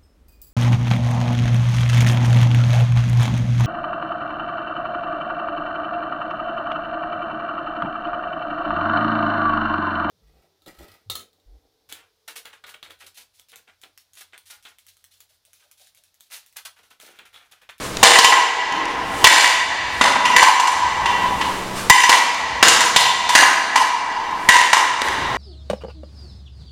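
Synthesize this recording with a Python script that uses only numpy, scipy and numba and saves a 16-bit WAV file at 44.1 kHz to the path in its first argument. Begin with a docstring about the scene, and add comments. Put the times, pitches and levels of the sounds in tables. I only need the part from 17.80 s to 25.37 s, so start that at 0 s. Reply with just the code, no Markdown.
"""Jeans swish faintly over a humming hall, then a shoe stamps on a bare cast-metal scooter frame.
Propped against a step, the frame clangs, bounces and clatters; blows and rebounds follow.
Each contact sums decaying modes, a noise crack with rattle, and a low thud; ticks, steps and denim are noise.
A large, hard hall reverberates, over ventilation noise, hum and a deep rumble of varying level.
Automatic gain and bass control duck, then let the ring and hum swell back; peaks clip."""
import sys
import numpy as np
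from scipy import signal
from scipy.fft import rfft, irfft, next_fast_len
from scipy.io import wavfile
from scipy.ndimage import map_coordinates
from numba import njit

SR = 44100
rng = np.random.default_rng(int(sys.argv[2]) if len(sys.argv) > 2 else 0)


def materialize(psi):
    """Save the field psi as 16-bit PCM at rate SR to the path in sys.argv[1].

    A 1-D psi becomes a single channel; in a 2-D psi each row is a channel.
    """
    bounded = np.clip(np.atleast_2d(psi).T, -1, 1)
    quanta = np.round(bounded * 32767).astype(np.int16)
    wavfile.write(sys.argv[1], SR, quanta)


N = 333837


def undb(db):
    """Logarithmic level: decibels to amplitude gain."""
    return 10 ** (np.asarray(db) / 20)


def unit(x):
    """Normalization: scale to rms 1."""
    return x / np.sqrt(np.mean(x ** 2))


def lookup(points, hz):
    """Spectral interpolation: read (frequency, value) points on a log-frequency axis."""
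    f, value = np.transpose(points)
    return np.interp(np.log(np.maximum(hz, 1)), np.log(f), value)


def octaves(hz):
    """Logarithmic pitch: octaves above 1 kHz, zero below it."""
    return np.log2(np.maximum(hz, 1000) / 1000)


def noise(points, size, extra_db=0):
    """Spectral shaping: noise of rms 1 with a given spectrum, then coloured by extra dB per bin."""
    padded = next_fast_len(size)
    gain = undb(lookup(points, np.fft.rfftfreq(padded, 1 / SR)))
    spectrum = rfft(rng.standard_normal(padded)) * unit(gain) * undb(extra_db)
    return irfft(spectrum, padded)[:size]


def fade(t, t60):
    """Exponential decay: a fall of 60 dB in t60 seconds."""
    return np.exp(-np.log(1000) * t / t60)


def add(track, s, sound):
    """Linear superposition: mix a sound in at a time in seconds."""
    start = max(int(s * SR), 0)
    track[start:start + len(sound)] += sound[:N - start]


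# Strong modes of the casting, before contact damping and detuning:
# (frequency [Hz], relative level [dB], t60 [s])
MODE_TABLE = [ (485, -33, 0.25), (657.6, -15, 0.077), (795, -5, 0.089), (863, -6, 0.076), (905.5, 0, 0.075),
              (953, -0.5, 0.11), (982.7, 2.5, 0.26), (1035, 0, 0.26), (1071.6, -6.5, 0.21),
              (1552, -21, 0.21), (1707, -5.5, 0.067), (1790, -7.5, 0.035), (1913, 3, 0.031),
              (1950.4, -0.5, 0.25), (2017, -10, 0.87), (2300, -37, 0.067), (2772, -11, 0.16),
              (2805, -12, 0.21), (3045, -11.5, 0.5), (3513, -14.5, 0.19), (3752, -19, 0.093),
              (4190, -23, 0.21), (4690, -12, 0.11), (5090, -10, 0.14), (5880, -12.5, 0.38),
              (6170, -18, 0.41), (6750, -19, 0.27), (7260, -9, 0.18), (8430, -29, .35), (9220, -23.5, 0.31),
              ]
# Spectrum of the weak modes and the crack of contact: (frequency [Hz], relative level [dB])
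CLATTER_SPECTRUM = [(100, -47), (300, -9), (600, -6), (950, 1.5), (1400, -3), (1800, 0), (2800, -0.5),
                    (4500, -4), (7000, -5.5), (10000, -13), (15500, -30.5)]
# Spectrum of sole and floor under a blow: (frequency [Hz], relative level [dB])
THUD_SPECTRUM = [(20, -25), (50, 2), (120, -11.5), (280, 9.5), (480, -2.5), (700, 5.5), (1200, 5),
                 (4000, -6), (12000, -68)]


def frame(thicket_count=220, thicket_t60=0.16, detune=0.00634, contact_s=0.0001, cushion=0.0001):
    """Impact excitation: every contact rings the casting's modes, cracks, rattles and thuds."""
    size = 2 ** 15
    t = np.arange(size) / SR
    strong = ringing(t, *np.transpose(MODE_TABLE))
    hz = np.linspace(1150, 15000, thicket_count) + rng.uniform(-30, 30, thicket_count)
    weak = ringing(t, hz, lookup(CLATTER_SPECTRUM, hz), np.full(thicket_count, thicket_t60))
    out = np.zeros(N)
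    for k, contact in enumerate(contacts()):
        s, force_db, tilt_db, favoured_hz, ring_db, low_db, loose_db, hold_s, damping = contact
        ring = undb(-7 + ring_db) * strong[k] + undb(-17) * weak[k]
        ring *= np.exp(-damping * t)
        # the load on the frame shifts its pitch slightly from contact to contact
        rate = 1 + detune * rng.uniform(-0.54, 1)
        ring = map_coordinates(ring, [SR * t * rate], order=3)
        crack = crack_and_rattle(t, tilt_db, favoured_hz, loose_db, hold_s)
        low = thud(t, low_db)
        # a contact that damps more also cushions its rise more
        rise = 1 - np.exp(-t / (contact_s + cushion * damping))
        add(out, s, undb(force_db) * (ring + crack + low) * rise)
    return out


def ringing(t, hz, db, t60):
    """Modal superposition: each contact lands elsewhere, so modes take their own sign and share."""
    t = t.astype(np.float32)
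    phase = 2 * np.pi * np.outer(hz.astype(np.float32), t)
    shapes = np.sin(phase) * fade(t, t60[:, None].astype(np.float32))
    colours = np.array([colour_db(hz, tilt_db, favoured_hz)
                        for _, _, tilt_db, favoured_hz, *_ in contacts()])
    shares = np.sign(rng.standard_normal(colours.shape)) * undb(db + colours)
    return shares.astype(np.float32) @ shapes


def crack_and_rattle(t, tilt_db, favoured_hz, loose_db, hold_s,
                     crack_t60=0.028, rattle_db=-11.0, rattle_t60=0.48):
    """Broadband contact noise: a brief crack, and a rattle that holds and then dies."""
    # loose contacts come and go within milliseconds: a new random level every 90 samples
    knots = t[::90]
    grains = undb(5 * np.interp(t, knots, rng.standard_normal(len(knots))))
    rattle = undb(rattle_db + loose_db) * grains * fade(np.maximum(t - hold_s, 0), rattle_t60)
    envelope = fade(t, crack_t60) + rattle
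    bins = np.fft.rfftfreq(len(t), 1 / SR)
    colour = resonance_db(bins) + colour_db(bins, tilt_db, favoured_hz)
    return noise(CLATTER_SPECTRUM, len(t), colour) * envelope


def thud(t, low_db, thud_db=-7, thud_t60=0.034):
    """Heavily damped low-frequency response: sole and floor give a short burst of noise."""
    return undb(thud_db + low_db) * noise(THUD_SPECTRUM, len(t)) * fade(t, thud_t60)


def colour_db(hz, tilt_db, favoured_hz, lift_db=6, width_octaves=0.41):
    """Contact spectrum: hardness tilts the treble; place and duration favour one band."""
    distance = np.log2(np.maximum(hz, 1) / favoured_hz) / width_octaves
    return tilt_db * octaves(hz) + lift_db * (np.exp(-distance ** 2) - 0.5)


def resonance_db(hz, peak_db=8, spread=0.43, q=70, least_hz=22):
    """Resonant amplification: the casting lifts noise around its modes by random amounts."""
    centres = np.array(MODE_TABLE)[:, :1]
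    heights = 1 + spread * rng.standard_normal(centres.shape)
    peaks = heights / (1 + ((hz - centres) / (least_hz + centres / q / 2)) ** 2)
    return peak_db * (peaks.max(axis=0) - 0.5)


# Hard blows, as the shoe stamps or the frame lands:
# (time [s], relative force [dB], treble tilt [dB/octave], favoured band [Hz],
#  relative ring [dB], relative thud [dB], relative rattle [dB], rattle hold [s])
BLOW_TABLE = [ (0.229, 0.5, -1, 675, -24, 2, 15.5, 0.15), (0.444, 14, 1.5, 2870, 6, 5.5, -2, 0.009),
              (1.442, 12, 0, 2970, 1.5, -8, 0, 0.2), (1.469, 13, 1, 1730, 1.5, -1, -1.5, 0.16),
              (2.211, 6.5, -2, 640, -5, 11, 2, 0.03), (2.563, 2, -0.5, 1895, 3.5, -12, 9, 0.055),
              (4.098, 5, 1.5, 2050, 11.5, 0, -2, 0.13), (4.293, 11.5, 0.5, 1080, -5.5, -4, -0.5, 0.027),
              (4.827, 16.5, -0.5, 1380, -13, 8.5, 0, 0.13), (5.161, 11.5, 2, 3580, 5, 8.5, -1.5, 0.013),
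              (5.551, 17, 0.5, 1650, -1.5, 1, 2.5, .07), (5.623, 27, -9, 1810, -6.5, -11, -15, .01),
              (5.957, 13, -0.5, 1040, 2, -24, -4, 0.024), (6.688, 10.5, -0.64, 1950, 2, -12, -2, .1),
              (6.93, 16.5, -2, 1040, -8, -15, -8, 0.031), ]
# The frame rebounding and rocking against floor and step:
# (time [s], relative force [dB], treble tilt [dB/octave], favoured band [Hz], relative ring [dB])
REBOUND_TABLE = [ (0.237, 1.5, 1.5, 5300, -10), (0.268, 10, -0.5, 3680, -16), (0.356, 11.5, -1.5, 1990, 4),
                 (0.386, 19.5, -1, 4800, -4.5), (0.522, 23.5, -6.5, 1900, -1.5), (1.535, 4, 1.5, 4300, 13),
                 (1.642, 14.5, -1.5, 1940, 3), (2.25, 9, -14.5, 1610, -0.5), (2.355, 6.5, -8.5, 2057, -1),
                 (2.452, 0.5, -1, 2730, 5.5), (2.627, 12.5, -1, 910, 2), (2.797, 4, -0.5, 985, 1.5),
                 (2.872, 4, -0.5, 1000, -1), (3.256, -4.5, -3.5, 2940, 6), (3.611, -7.5, -4.5, 3285, -2.5),
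                 (4.235, 1.5, 0.5, 1980, 11.5), (4.326, 16, -2.5, 2160, -4.5), (4.881, 15, 1, 7000, -9),
                 (5.005, 11, 1, 1340, -0.5), (5.253, 11, -3, 2830, 7), (5.490, 9.5, 0, 872, 1),
                 (6.506, -19, -2.5, 1000, 6), (6.755, 0.5, -3, 1960, 13), ]
SOLE_DAMPING, FLOOR_DAMPING = 11.6, 16  # extra decay rate of the ring after blow and rebound [1/s]
REBOUND_THUD_DB, REBOUND_RATTLE_DB = -19, -10  # metal on stone makes little thud or rattle


def contacts():
    """Contact damping: blow and rebound rows, completed with thud, rattle, hold and damping."""
    blows = [(*row, SOLE_DAMPING) for row in BLOW_TABLE]
    rebounds = [(*row, REBOUND_THUD_DB, REBOUND_RATTLE_DB, 0, FLOOR_DAMPING) for row in REBOUND_TABLE]
    return blows + rebounds


# Dry ticks of shoe and hand on the frame: (time [s], level [dB])
TICK_TABLE = [(0.170, -11.5), (0.924, -1), (1.055, -6), (4.546, 1), (7.218, 7.5), (7.285, 0)]
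# Footfalls: (time [s], level [dB])
STEP_TABLE = [(0.161, -36), (0.921, -11.5), (1.157, -32), (1.300, -30), (3.591, -31), (6.423, -37),
              (7.224, -16), (7.380, -23)]
# Jeans swishing as the leg swings: (middle time [s], half length to 1/e [s], level [dB])
SWISH_TABLE = [(0.043, 0.04, -30.5), (1.417, 0.16, -28.5), (2.176, 0.11, -27), (3.695, .12, -37.5),
               (3.985, 0.034, -27.5), (6.641, 0.082, -36)]


def handling(tick_t60=0.016, tick_tilt_db=-1.0, step_t60=0.62):
    """Impulsive and frictional noise: decaying ticks and footfalls, and bell-shaped denim swishes."""
    t, now, out = np.arange(SR) / SR, np.arange(N) / SR, np.zeros(N)
    tick_colour_db = tick_tilt_db * octaves(np.fft.rfftfreq(SR, 1 / SR))
    for s, db in TICK_TABLE:
        add(out, s, undb(db) * noise(CLATTER_SPECTRUM, SR, tick_colour_db) * fade(t, tick_t60))
    for s, db in STEP_TABLE:
        add(out, s, undb(db) * noise(THUD_SPECTRUM, SR) * fade(t, step_t60))
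    rubbing = sum(undb(db) * np.exp(-((now - s) / half) ** 2) for s, half, db in SWISH_TABLE)
    denim = noise([(200, -30), (1000, 19.5), (3500, 9.0), (9000, 7.5), (15500, -9.0)], N)
    return out + rubbing * denim


# Hall reverberation: (frequency [Hz], t60 [s])
HALL_DECAY = [(100, 2.25), (400, 2.33), (1000, 1.755), (2000, 1.55), (4000, 1.314), (8000, 0.92),
              (15000, 0.49)]


def hall(x, late_db=-4, early_db=-2, early_t60=0.26, gap_s=0.0064, build_s=0.035, count=12):
    """Reverberation by convolution: a short corner response and a long tail; air absorbs treble."""
    t = np.arange(2 * SR) / SR
    hz = np.fft.rfftfreq(len(t), 1 / SR)
    spectrum = rfft(rng.standard_normal(len(t)))
    # overlapping bands, each with its own decay
    centres = np.geomspace(100, 16000, count)
    late = np.zeros(len(t))
    for f, band in zip(centres, np.eye(count)):
        weight = lookup(np.c_[centres, band], hz)
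        late += irfft(spectrum * weight) * fade(t, lookup(HALL_DECAY, f))
    early = noise([(100, -2), (1000, 2.0), (6000, -2.0), (15000, 5.5)], len(t)) * fade(t, early_t60)
    onset = np.clip((t - gap_s) / build_s, 0, 1)
    response = undb(late_db) * unit(late * onset) + undb(early_db) * unit(early * onset)
    return signal.fftconvolve(x, response / np.sqrt(len(t)))[:N]


# Spectrum of the hall's air noise: (frequency [Hz], relative level [dB])
AIR_SPECTRUM = [(20, 7.5), (40, -33), (58, -46), (85, -11), (150, -2.5), (300, 4), (600, 2), (1200, -3.5),
                (3000, -10), (8000, -16.5), (15500, -28.5)]
# Machine hum before its random swell: (frequency [Hz], level [dB])
HUM_TABLE = [(120, -46.5), (189, -41.5)]


def background(air_db=-30, waver=1.0):
    """Stationary noise and modulated tones: ventilation, and hum wavering in level and phase."""
    now = np.arange(N) / SR
    knots = np.arange(0, N / SR + 1, 1 / 10)
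    out = undb(air_db) * noise(AIR_SPECTRUM, N)
    for hz, db in HUM_TABLE:
        swell = np.interp(now, knots, waver * rng.standard_normal(len(knots)))
        drift = np.interp(now, knots, waver * rng.standard_normal(len(knots)))
        tone = np.sin(2 * np.pi * hz * now + 2 * drift)
        out += undb(db) * np.sqrt(2) * (1 + swell / 2) * tone
    return out


# Spectrum of a deep rumble in the building: (frequency [Hz], relative level [dB])
RUMBLE_SPECTRUM = [(20, -27), (42, -16), (58, -0.5), (80, -6.5), (130, -9), (300, -26), (1000, -68)]
# Level of the rumble over time, before gain and bass control: (time [s], level [dB])
RUMBLE_ENVELOPE = [(0, -39.5), (1.2, -35.5), (1.9, -24.5), (2.8, -38), (3.03, -26.5), (3.899, -45),
                   (4.65, -28.5), (6.6, -41), (7.3, -28)]


def rumble():
    """Amplitude modulation: deep noise follows a short level curve."""
    level_db = np.interp(np.arange(N) / SR, *np.transpose(RUMBLE_ENVELOPE))
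    return noise(RUMBLE_SPECTRUM, N) * undb(level_db)


def scene():
    """Superposition: frame and handling, their reverberation, and the hall's own noise."""
    near = frame() + handling()
    return (near + hall(near) + background() + rumble())[None]


@njit
def level_control(x, ceiling, attack_db_s, release_db_s, hold_s, peak_s):
    """Feedback gain control: gain falls while output peaks pass the ceiling, waits, then recovers."""
    y, gain_db, peak, waited = np.empty(len(x)), 0., 0., 0.
    for i in range(len(x)):
        y[i] = x[i] * 10 ** (gain_db / 20)
        peak = max(min(abs(y[i]), 1.5), peak * (1 - 1 / (peak_s * SR)))
        waited += 1 / SR
        if peak > ceiling:
            gain_db, waited = gain_db - attack_db_s / SR, 0.
        elif waited > hold_s:
            gain_db = min(gain_db + release_db_s / SR, 0.)
    return y


def bass_control(x, corner_hz=130, threshold_db=-19, ratio=1.0, depth_db=11, follow_s=0.11):
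    """Dynamic filtering: sustained loudness turns the bass down; it returns as the ring dies away."""
    keep = np.exp(-1 / (follow_s * SR))
    power = signal.lfilter([1 - keep], [1, -keep], x ** 2)
    loud_db = 10 * np.log10(power + 1e-9)
    cut_db = np.clip(ratio * (loud_db - threshold_db), 0, depth_db)
    bass = signal.sosfiltfilt(signal.butter(2, corner_hz, fs=SR, output="sos"), x)
    return x - bass * (1 - undb(-cut_db))


TOP_HZ = 15900


def record(dry):
    """Nonlinear transmission: automatic level and bass control, peak clipping, then the top cut."""
    held = level_control(dry[0], ceiling=0.99, attack_db_s=1389.0, release_db_s=29.0,
                         hold_s=0.21, peak_s=0.00043)
    clipped = np.clip(bass_control(held), -1, 1)
    top_cut = signal.ellip(8, 0.2, 70, TOP_HZ, fs=SR, output="sos")
    return signal.sosfilt(top_cut, clipped)[None]


dry = scene()
out = record(dry)
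materialize(out)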